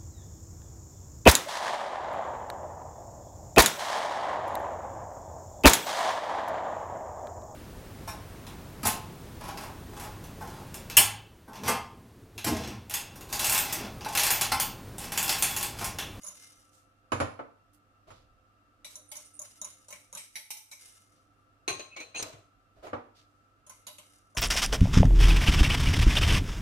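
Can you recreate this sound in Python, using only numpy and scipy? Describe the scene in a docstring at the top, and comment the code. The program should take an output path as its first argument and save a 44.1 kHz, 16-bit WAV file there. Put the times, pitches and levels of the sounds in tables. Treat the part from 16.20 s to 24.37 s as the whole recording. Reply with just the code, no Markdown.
"""Whisk and cup in a small kitchen

Close by the counter, on a spaced stereo pair. A wire whisk knocks on a measuring cup to empty it; its
loops clash and go on shivering. In between, things are set down and dragged on the worktop, and a lid
clinks and squeaks on a jar. The room answers with a short tail, and a fridge hums behind it all."""
import sys
import numpy as np
from scipy import signal
from scipy.fft import rfft, irfft, next_fast_len
from scipy.io import wavfile
from scipy.ndimage import uniform_filter1d

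SR = 44100
rng = np.random.default_rng(int(sys.argv[2]) if len(sys.argv) > 2 else 0)


def digitize_waveform(pressure):
    """Quantize a signal to 16-bit integers and store it at the path in sys.argv[1].

    Rows of a 2-D input are taken as channels; values are limited to [-1, 1].
    """
    field = np.atleast_2d(pressure).T
    bounded = np.clip(field, -1, 1)
    quanta = np.round(bounded * 32767).astype(np.int16)
    wavfile.write(sys.argv[1], SR, quanta)


N = 360297
ROOM_T60_S, RING_SAMPLES = 0.41, 24576

# whisk on cup: t/s, level/dB, place (0 side of the loops, 1 tip), cup re level/dB,
# number of rebounds, their gap/s, gain per rebound/dB
WHISK_STROKES = [(0.0335, -49.5, .93, -11, 1, .0105, 3), (0.0648, -44.5, 0.92, -15, 2, .009, 0),
                 (2.6454, -45, 0.091, -18, 1, 0.019, -10), (2.755, -45.5, .85, -17, 1, 0.024, -15),
                 (2.9158, -44, .28, -15, 1, 0.038, -5), (2.9661, -44.5, .85, -16.5, 0, 0, 0),
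                 (3.1918, -42, .93, -15.5, 1, .025, -1.5), (3.4147, -39.5, .88, -14.5, 1, .0305, -1.5),
                 (3.6835, -52.5, 0.47, -9, 2, .021, 3), (3.9268, -48, 0.7, -8.5, 1, 0.023, 4),
                 (3.9728, -42.5, 0.18, -23, 0, 0, -5), (4.1555, -39, .04, -27, 2, .007, -11.5),
                 (4.3046, -38.5, 0.09, -31, 1, 0.00008, -15), (4.3694, -50.5, 0.4, -34, 0, 0, 0),
                 (4.5137, -48.5, 0.25, -21, 1, 0.011, -1.5), (7.4654, -57, 0.66, -6.5, 1, 0.03, 7.5),
                 (7.6675, -45.5, 0.4, -9.5, 1, 0.0058, -3), (7.783, -51.5, .45, -9, 0, 0, 0),
                 (8.1488, -58, 0.83, 4.5, 1, 0.017, 7.5)]
# resonances of the loops' sides and of the worktop: f/Hz, width/Hz, level/dB
LOOP_SIDE_MODES = [(2230, 330, -2.5), (2940, 660, -6.5), (3884, 320, 0), (4600, 400, -11.5),
                   (5860, 810, -0.5), (8220, 1020, -2), (9040, 940, -16.5), (10550, 560, -3.5),
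                   (11350, 310, -1.5), (12350, 980, -18), (14070, 410, -11)]
WORKTOP_MODES = [(53.3, 25, -33), (101.1, 16, -1.5), (119.7, 16, -8.5), (170.5, 17, -20.5)]
# single wires that sing on: f/Hz, level/dB, t60/s
WIRE_NOTES = [(2090, -0.5, 0.87), (2240, -18, 0.22), (3670, -11.5, 0.78), (3740, -0.5, .5),
              (5690, -3.5, .7), (5950, 14.5, 0.15), (5950, -35, 0.18), (6900, -7.5, 0.61), (8500, -12.5, 1),
              (8150, 4.5, .6), (9590, 11.5, 0.11), (8850, -1.5, .7), (10700, 9.5, 0.52), (9440, 0.5, 0.91),
              (11300, -10, 0.22), (12700, -42, 0.3), (11930, -19.5, 0.14), (13700, -15.5, .3)]
# how each source sits between the microphones: f/Hz, left minus right/dB
WHISK_BALANCE = [(200, 6.5), (600, 5.5), (1000, 5.5), (2500, 1), (6500, 0.5), (8800, 2), (10300, -12),
                 (15000, -10.5)]
COUNTER_BALANCE = [(100, -2), (1000, -1.5), (2500, -4), (7000, -0.5), (10300, -10)]
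JAR_BALANCE = [(100, -2.5), (400, -1.5), (1200, 2), (2500, -4), (6500, -1), (10000, -7.5)]


def whisk():
    """Each stroke rings the sides or tips of the loops, by where it lands, and the hollow cup below."""
    # resonances: f/Hz, width/Hz, level/dB
    tip_modes = [(6020, 310, -3), (6780, 270, 1.5), (6710, 160, -1.5), (8770, 270, -12), (9000, 430, -24.5),
                 (10084, 330, 1.5), (10100, 300, -21), (12900, 320, -12), (14700, 680, -20.5)]
    cup_modes = [(190, 13, 1.5), (598.5, 23.5, 10.5), (765, 50, -25), (1050, 102, 3.5), (1300, 480, -15),
                 (1505, 54, -5.5), (2050, 38, -30)]
    cup_wall_modes = [(870.5, 60, -3)]
    side_modes = LOOP_SIDE_MODES + cup_wall_modes  # only the loops' sides ring the cup's wall
    chatter_s = 0.008
    out, blows = np.zeros((2, N)), np.zeros((1, N))
    for stroke in WHISK_STROKES:
        place, cup_db = stroke[2:4]
        angle = np.clip(place, 0, 1) * np.pi / 2
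        for s, db in contacts_of(stroke):
            sides = ring(touched(side_modes, scatter_db=4.5), WHISK_BALANCE, 860, t60=0.097, room_db=-5.5)
            tips = ring(touched(tip_modes, scatter_db=2.5), WHISK_BALANCE, 1800, t60=0.05, room_db=-17)
            cup = ring(touched(cup_modes, scatter_db=0), WHISK_BALANCE, 1700, t60=0.19, room_db=-50)
            clash = np.cos(angle) * strike(sides, chatter_s, bounce=0.55, rise_s=0.000099)
            clink = np.sin(angle) * strike(tips, chatter_s, bounce=0.35, rise_s=0.0004)
            hollow = undb(cup_db) * strike(cup, chatter_s, bounce=0.49, rise_s=0.0025)
            add(out, s, undb(db) * (clash + clink + hollow))
            add(blows, s, undb([[db]]))
    singing = signal.fftconvolve(sing(WIRE_NOTES, WHISK_BALANCE), blows, axes=1)[:, :N]
    return out + undb(-23.5) * singing


def shiver():
    """After strokes and in free swings the loops brush each other: tiny ticks keep the wires singing."""
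    # free swings of the whisk: t/s, hold/s, level/dB
    jangles = [(0, .3, -58.5), (4.593, 0.11, -57), (7.83, 0.083, -67)]
    ticks_per_s, flurry_db = 1000, 4
    last_contacts = [contacts_of(stroke)[-1] for stroke in WHISK_STROKES]
    struck = [undb(db - 16) * envelope(s, rise_s=0.038, hold_s=0, fall_db_per_s=74)
              for s, db in last_contacts]
    swung = [undb(db) * envelope(s, rise_s=0.0033, hold_s=hold_s, fall_db_per_s=67.5)
             for s, hold_s, db in jangles]
    level = np.sqrt(sum(part ** 2 for part in struck + swung))
    flurry = uniform_filter1d(rng.standard_normal(N), size=600) * np.sqrt(600)
    ticks = (rng.random(N) < ticks_per_s / SR) * rng.choice([-1, 1], N)
    ticks = ticks * undb(2 * np.minimum(rng.exponential(size=N), 4) + flurry_db * flurry)
    # further resonances of wire on wire: f/Hz, width/Hz, level/dB
    brush_modes = [(2960, 370, 5), (5590, 410, 7), (6840, 1000, 4),
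                   (9360, 670, 8.5), (9910, 460, 3.5), (4490, 5500, 4)]
    one_tick = ring(resonances(LOOP_SIDE_MODES + brush_modes), WHISK_BALANCE, 1390,
                    t60=0.011, room_db=-19.5)
    brush = signal.fftconvolve(one_tick, ticks[None], axes=1)[:, :N]
    singing = signal.fftconvolve(sing(WIRE_NOTES, WHISK_BALANCE), ticks[None], axes=1)[:, :N]
    return level * (brush / rms(brush) + undb(-5) * singing / rms(singing))


def counter_knocks():
    """A thing set down right of centre: the worktop thuds, the thing clatters, its hard edge clicks."""
    # t/s, clatter level/dB, thud re clatter/dB, click re clatter/dB
    knocks = [(0.919, -26.5, -12.5, -20.5), (1.001, -26.5, -10, -21.5), (1.191, -38, -23, -58.5),
              (1.904, -52, -6.5, -17.5), (6.667, -46.5, -16, -23), (6.731, -33, -15.5, -47)]
    # spectrum of the clatter: f/Hz, level/dB
    clatter_spectrum = [(130, -79), (210, -18.5), (300, 4), (410, -2), (520, 6), (820, 2.5), (1250, 3),
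                        (1800, -9), (2400, -10.5), (3100, -19), (3800, -22.5), (6000, -32), (16000, -57)]
    # resonances of the edge: f/Hz, width/Hz, level/dB
    click_modes = [(5100, 3600, 0.5), (7300, 1600, -3), (10000, 680, 5.5)]
    # clear notes of the thing's body and edge: f/Hz, level/dB, t60/s
    body_notes = [(244.7, 6.5, 0.34), (294.5, -2, 0.58), (470, 4, 0.46), (622, -17, 0.66), (962, -32, 0.95),
                  (1090, -20, 0.31), (1203, 3, 0.28), (2100, -18, 0.067), (2900, 0, 0.071)]
    edge_notes = [(6735, 1, 0.21), (10250, 0, 0.087)]
    chatter_s = 0.012
    out = np.zeros((2, N))
    for s, db, thud_db, click_db in knocks:
        thud = ring(resonances(WORKTOP_MODES), COUNTER_BALANCE, 720, t60=0.28, room_db=-29)
        # a harder contact, with more click, also brightens the clatter
        bright = colour([(1200, 0), (3000, 0.3 * (click_db + 35))])
        clatter = ring(lambda f: colour(clatter_spectrum)(f) * bright(f), COUNTER_BALANCE, 650,
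                       t60=0.12, room_db=-8)
        click = ring(resonances(click_modes), COUNTER_BALANCE, 800, t60=0.12, room_db=-7)
        body = undb(thud_db) * strike(thud, chatter_s, bounce=0.24, rise_s=0.011)
        body += strike(clatter, chatter_s, bounce=0.21, rise_s=0.00077)
        body_tone = sing(body_notes, COUNTER_BALANCE)
        body += undb(-12.5) * strike(body_tone, chatter_s, bounce=0.057, rise_s=0.00094)
        edge = strike(click, chatter_s, bounce=0.15, rise_s=0.0001)
        edge_tone = sing(edge_notes, COUNTER_BALANCE)
        edge += undb(-0.5) * strike(edge_tone, chatter_s, bounce=0.14, rise_s=0.001)
        add(out, s, undb(db) * (body + undb(click_db) * edge))
    return out


def lid_taps():
    """The lid chinks, rocks and settles: clear rim modes over the clatter of the jar."""
    # t/s, clatter level/dB, thud re clatter/dB, rim ring re clatter/dB
    taps = [(5.478, -35, -23, 2.5), (5.498, -39, -9, -1), (5.595, -45, -32, -1.5), (5.764, -47.5, -35, -2),
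            (5.802, -48, -23, 0), (5.948, -50, -18, 2), (5.96, -45, -39, 1), (5.992, -42, -19, -4.5),
            (6.026, -44, -12, -41), (6.126, -54.5, -2.5, -37)]
    # spectrum of the jar's clatter: f/Hz, level/dB
    jar_spectrum = [(150, -30), (300, 3), (400, -2), (520, 4), (830, -2.5), (1250, -4.5), (1700, -7.5),
                    (2400, -6), (3200, -7.5), (4700, -13.5), (7500, -15), (10000, -31), (16000, -64)]
    # resonances of the rim: f/Hz, width/Hz, level/dB
    low_modes = [(2520, 35, -2), (2626, 510, -5.5), (4124, 220, -0.5), (4014, 38, -5.5)]
    high_modes = [(6770, 230, -11), (6280, 130, 5), (6830, 14, -1), (8640, 82, -4), (10030, 120, -21),
                  (11100, 78, -18), (12600, 70, -27.5), (14400, 50, -27)]
    # clear notes of the lid: f/Hz, level/dB, t60/s
    lid_notes = [(1073, -7.5, 0.46), (2450, -4.5, 0.29), (4011, -3, 0.46), (4130, -7.5, 0.28),
                 (6200, 2, 0.19), (5500, -20.5, 0.21), (6730, -3, .2), (8484, -14, 0.34),
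                 (10210, -21, 0.52), (11160, -8.5, 0.2), (12950, -19, .3), (14330, -17.5, 0.24)]
    chatter_s, pan_left_db = 0.014, 4.5
    out = np.zeros((2, N))
    for s, db, thud_db, rim_db in taps:
        thud = ring(resonances(WORKTOP_MODES), JAR_BALANCE, 800, t60=0.16, room_db=-10)
        clatter = ring(colour(jar_spectrum), JAR_BALANCE, 800, t60=0.085, room_db=-9)
        low = ring(resonances(low_modes), JAR_BALANCE, 413, t60=0.088, room_db=-9.5)
        high = ring(resonances(high_modes), JAR_BALANCE, 1000, t60=0.048, room_db=-8)
        body = undb(thud_db) * strike(thud, chatter_s, bounce=0.2, rise_s=0.009)
        body += strike(clatter, chatter_s, bounce=0.49, rise_s=0.00018)
        rim = strike(low, chatter_s, bounce=0.78, rise_s=0.00029)
        rim += undb(-7.5) * strike(high, chatter_s, bounce=0.4, rise_s=0.00022)
        rim_tone = sing(bent(lid_notes, share=0.003), JAR_BALANCE)  # the notes shift as the lid rocks
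        rim += undb(-3.5) * strike(rim_tone, chatter_s, bounce=0.17, rise_s=0.0009)
        add(out, s, undb(db) * (body + undb(rim_db) * rim))
    return out * undb([[pan_left_db / 2], [-pan_left_db / 2]])


def lid_squeaks():
    """The skidding lid sticks and slips on one rim mode; the pitch slides with the point of contact."""
    # t/s, length/s, start f/Hz, end f/Hz, level/dB
    skids = [(5.714, 0.041, 2600, 2620, -48.5), (5.76, 0.083, 2226, 2445, -41.5),
             (5.945, 0.0414, 2507, 2700, -36), (5.954, 0.053, 6580, 6660, -44.5),
             (5.97, 0.05, 8700, 8680, -42), (5.982, 0.036, 6200, 6470, -35),
             (5.984, 0.02, 4240, 4350, -41.5)]
    mic_phase_rad = np.array([[0], [1]])
    out = np.zeros((2, N))
    for s, length_s, start_hz, end_hz, db in skids:
        progress = np.linspace(0, 1, int(length_s * SR))
        glide_hz = start_hz + (end_hz - start_hz) * progress
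        waver = uniform_filter1d(rng.standard_normal(RING_SAMPLES), size=64)[:len(progress)]
        depth = 0.32 * np.sqrt(2500 / start_hz)  # high squeaks waver relatively less
        phase = 2 * np.pi * np.cumsum(glide_hz * (1 + depth * waver)) / SR
        tone = undb(db) * np.sin(phase + mic_phase_rad) * np.abs(np.sin(np.pi * progress)) ** 0.28
        room = ring(np.ones_like, JAR_BALANCE, 690, t60=0.1, room_db=2)
        add(out, s, tone)
        add(out, s, undb(-23) * signal.fftconvolve(room / np.linalg.norm(room[0]), tone, axes=1))
    return out


def rubs_and_click():
    """A wire hisses on the cup's rim, things brush, the lid clicks down, drags rumble the worktop."""
    # wire along the rim: t/s, length/s, level/dB
    rim_rubs = [(2.868, 0.15, -56.5), (3.044, 0.045, -55.5), (3.131, .067, -54.5), (3.384, 0.037, -63)]
    # its resonance: f/Hz, width/Hz, level/dB
    rim_modes = [(9130, 440, 0)]
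    # soft brushes, and at 6.023 s a short, bright click as the lid lands on the jar:
    # t/s, length/s, level/dB, centre f/Hz
    bursts = [(0.506, 0.15, -66.5, 7100), (1.527, 0.051, -68, 9900), (1.871, 0.2, -65.5, 3700),
              (2.679, .12, -56, 7150), (4.944, 0.08, -75, 4300), (6.023, 0.014, -35.5, 6550),
              (6.043, 0.087, -55, 5300), (6.63, 0.12, -75, 4800), (6.938, 0.13, -64, 3980),
              (7.004, 0.43, -85, 6560)]
    # things dragged over the counter: t/s, length/s, scrape level/dB, rumble level/dB
    drags = [(1.867, 0.058, -53, -53.5), (1.946, 0.34, -88, -65), (6.021, 0.12, -49, -66),
             (6.116, 0.14, -59.5, -79), (6.545, 0.12, -62, -60.5), (6.619, 0.1, -45, -80)]
    scrape_gain = resonances([(640, 126, 6.5), (394, 87, 2), (1220, 680, -6.5), (2280, 6100, -18.5)])
    rumble_gain = resonances([(46.3, 35, -7.5), (113, 39, -16), (250, 150, -44)])
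    out = np.zeros((2, N))
    for s, length_s, db in rim_rubs:
        add(out, s, undb(db) * hiss(rim_modes, length_s))
    for s, length_s, db, hz in bursts:
        add(out, s, undb(db) * hiss([(hz, 0.96 * hz, 0)], length_s))
    for s, length_s, scrape_db, rumble_db in drags:
        scrape = undb(scrape_db) * stereo_noise(scrape_gain, COUNTER_BALANCE, apart_hz=930)
        rumble = undb(rumble_db) * stereo_noise(rumble_gain, COUNTER_BALANCE, apart_hz=850)
        add(out, s, (scrape + rumble) * swell(length_s, room_db=-39))
    return out


def room_tone():
    """Room air and, in the background, the fridge's mains hum with its wavering whine."""
    # spectrum of the air: f/Hz, relative level/dB
    air_spectrum = [(22, -36.5), (38, -3), (69, -13), (103, -8.5), (179, -16.5), (288, -11), (319, -15.5),
                    (525, -20.5), (566, -19.5), (709, -14.5), (911, -26), (1330, -20), (1700, -21.5),
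                    (1830, -25.5), (15000, -45)]
    # bands of the whine: f/Hz, width/Hz, relative level/dB
    fridge_bands = [(296.2, 5.4, -82), (520.9, 9.4, -85), (1200, 49, -81), (1326, 51, -75),
                    (2732, 30, -91.5)]
    # at the microphones: f/Hz, left minus right/dB
    room_balance = [(100, -9), (500, -5), (1300, 2), (2500, -1.5), (8500, -1), (10500, -5)]
    hum_hz, size = 100, next_fast_len(N)
    air = stereo_noise(colour(air_spectrum), room_balance, apart_hz=1210, size=size)
    peaks = [(hz, width, db - 10 * np.log10(width)) for hz, width, db in fridge_bands]
    whine = stereo_noise(resonances(peaks), room_balance, apart_hz=1200, size=size)
    hum = np.sin(2 * np.pi * hum_hz * np.arange(N) / SR)
    return (undb(-69.5) * air + undb(-69) * whine)[:, :N] + undb(-70.5) * hum


def contacts_of(stroke):
    """A stroke lands and rebounds at even gaps: t/s, level/dB of each contact."""
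    s, db, _, _, rebounds, gap_s, gain_db = stroke
    return [(s + k * gap_s, db + k * gain_db) for k in range(1 + max(round(rebounds), 0))]


def strike(response, chatter_s, bounce, rise_s, count=8):
    """A blow and its rebounds ring a body; heavy bodies start more slowly. Rms 1 over the first 30 ms."""
    when, force = rng.random(count), rng.standard_normal(count)
    contacts = np.zeros(SR // 5)
    contacts[0] = 1
    contacts[(when * chatter_s * SR).astype(int) + 1] = bounce * force * (1 - when / 2)
    onset = 1 - np.exp(-(np.arange(RING_SAMPLES) / SR / rise_s) ** 2)
    struck = signal.fftconvolve(response * onset, contacts[None], axes=1)
    return struck / rms(struck[:, :int(0.03 * SR)])


def ring(gain, balance, apart_hz, t60, room_db):
    """A dense cluster of modes struck once: its own quick decay, then the kitchen's tail."""
    t = np.arange(RING_SAMPLES) / SR
    fade = np.hypot(undb(-60 * t / t60), undb(room_db - 60 * t / ROOM_T60_S))
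    return stereo_noise(gain, balance, apart_hz) * fade


def sing(notes, balance):
    """Clean decaying modes; each blow gives them a random share and phase at the microphones."""
    t = np.arange(RING_SAMPLES) / SR
    hz, db, t60 = np.transpose(notes)
    lean = colour(balance)(hz)
    pan = np.array([lean, np.ones_like(lean)]) / np.hypot(1, lean)
    amplitude = undb(db + 2 * rng.standard_normal(len(hz))) * pan
    phase = np.exp(2j * np.pi * rng.random(amplitude.shape))
    decays = np.exp(np.outer(2j * np.pi * hz - np.log(1000) / t60, t))
    return ((amplitude * phase) @ decays).imag


def touched(modes, scatter_db):
    """Each point of contact favours some modes and shifts them slightly."""
    chance = rng.standard_normal((len(modes), 2))
    return resonances([(hz * (1 + 0.0071 * shift), width, db + scatter_db * favour)
                       for (hz, width, db), (shift, favour) in zip(modes, chance)])


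def bent(notes, share):
    """The same notes, each a little off its pitch."""
    return [(hz * (1 + share * rng.standard_normal()), db, t60) for hz, db, t60 in notes]


def hiss(modes, length_s, grain_db=2):
    """One grainy burst of noise: a rub or, when very short, a click."""
    steps = np.repeat(rng.standard_normal(RING_SAMPLES // 64), 64)
    grain = uniform_filter1d(undb(grain_db * steps), size=48)
    noise = stereo_noise(resonances(modes), COUNTER_BALANCE, apart_hz=1300)
    return noise * grain * swell(length_s, room_db=-13.5)


def swell(length_s, room_db):
    """Envelope of a short contact and of the kitchen's answer to it."""
    t = np.arange(RING_SAMPLES) / SR
    direct = (3 * t / length_s) ** 2 * np.exp(2 - 6 * t / length_s)
    return direct + undb(room_db - 60 * t / ROOM_T60_S) * np.minimum(t / length_s, 1)


def envelope(s, rise_s, hold_s, fall_db_per_s):
    """Rise, hold, then a steady fall in dB."""
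    t = np.arange(N) / SR - s
    return np.clip(t / rise_s, 0, 1) * undb(-fall_db_per_s * np.maximum(t - rise_s - hold_s, 0))


def stereo_noise(gain, balance, apart_hz, size=RING_SAMPLES):
    """Coloured noise at two spaced microphones: alike in the bass, nearly unrelated above apart_hz."""
    f = np.arange(size // 2 + 1) * SR / size
    alike = 0.97 * np.sinc(f / apart_hz)
    mid, side = rfft(rng.standard_normal((2, size))) * np.sqrt([1 + alike, 1 - alike])
    lean = colour(balance)(f)
    pair = np.array([(mid + side) * lean, mid - side]) / np.hypot(1, lean)
    noise = irfft(pair * gain(f), size)
    return noise / rms(noise)


def resonances(modes):
    """Gain over frequency of steep-skirted peaks: f/Hz, width/Hz, level/dB."""
    return lambda f: np.sqrt(sum(undb(2 * db) / (1 + ((f - hz) / (0.43 * width)) ** 2) ** 1.406
                                 for hz, width, db in modes))


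def colour(points):
    """Gain over frequency through points: f/Hz, level/dB."""
    hz, db = np.transpose(points)
    return lambda f: undb(np.interp(np.log(f + 1), np.log(hz), db))


def undb(db):
    """Decibels to gain."""
    return 10 ** (np.asarray(db) / 20)


def rms(x):
    """Root mean square."""
    return np.sqrt(np.mean(x ** 2)) + 1e-12


def add(out, s, sound):
    """Mix a sound in at s seconds."""
    start = max(int(s * SR), 0)
    part = sound[:, :max(N - start, 0)]
    out[:, start:start + part.shape[1]] += part


def scene():
    """All sources; the recorder's noise reduction briefly ducks the room tone during the loud strokes."""
    duck_at_s, duck_half_width_s, duck_db = 4.35, 0.37, -8.5
    t = np.arange(N) / SR
    duck = undb(duck_db * np.exp(-((t - duck_at_s) / duck_half_width_s) ** 2))
    foreground = whisk() + shiver() + counter_knocks() + lid_taps() + lid_squeaks() + rubs_and_click()
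    return foreground + duck * room_tone()


def record(dry):
    """A steep low-pass closes the treble."""
    top_hz = 15300
    return signal.sosfilt(signal.ellip(8, 0.2, 70, top_hz, fs=SR, output="sos"), dry)


dry = scene()
out = record(dry)
digitize_waveform(out)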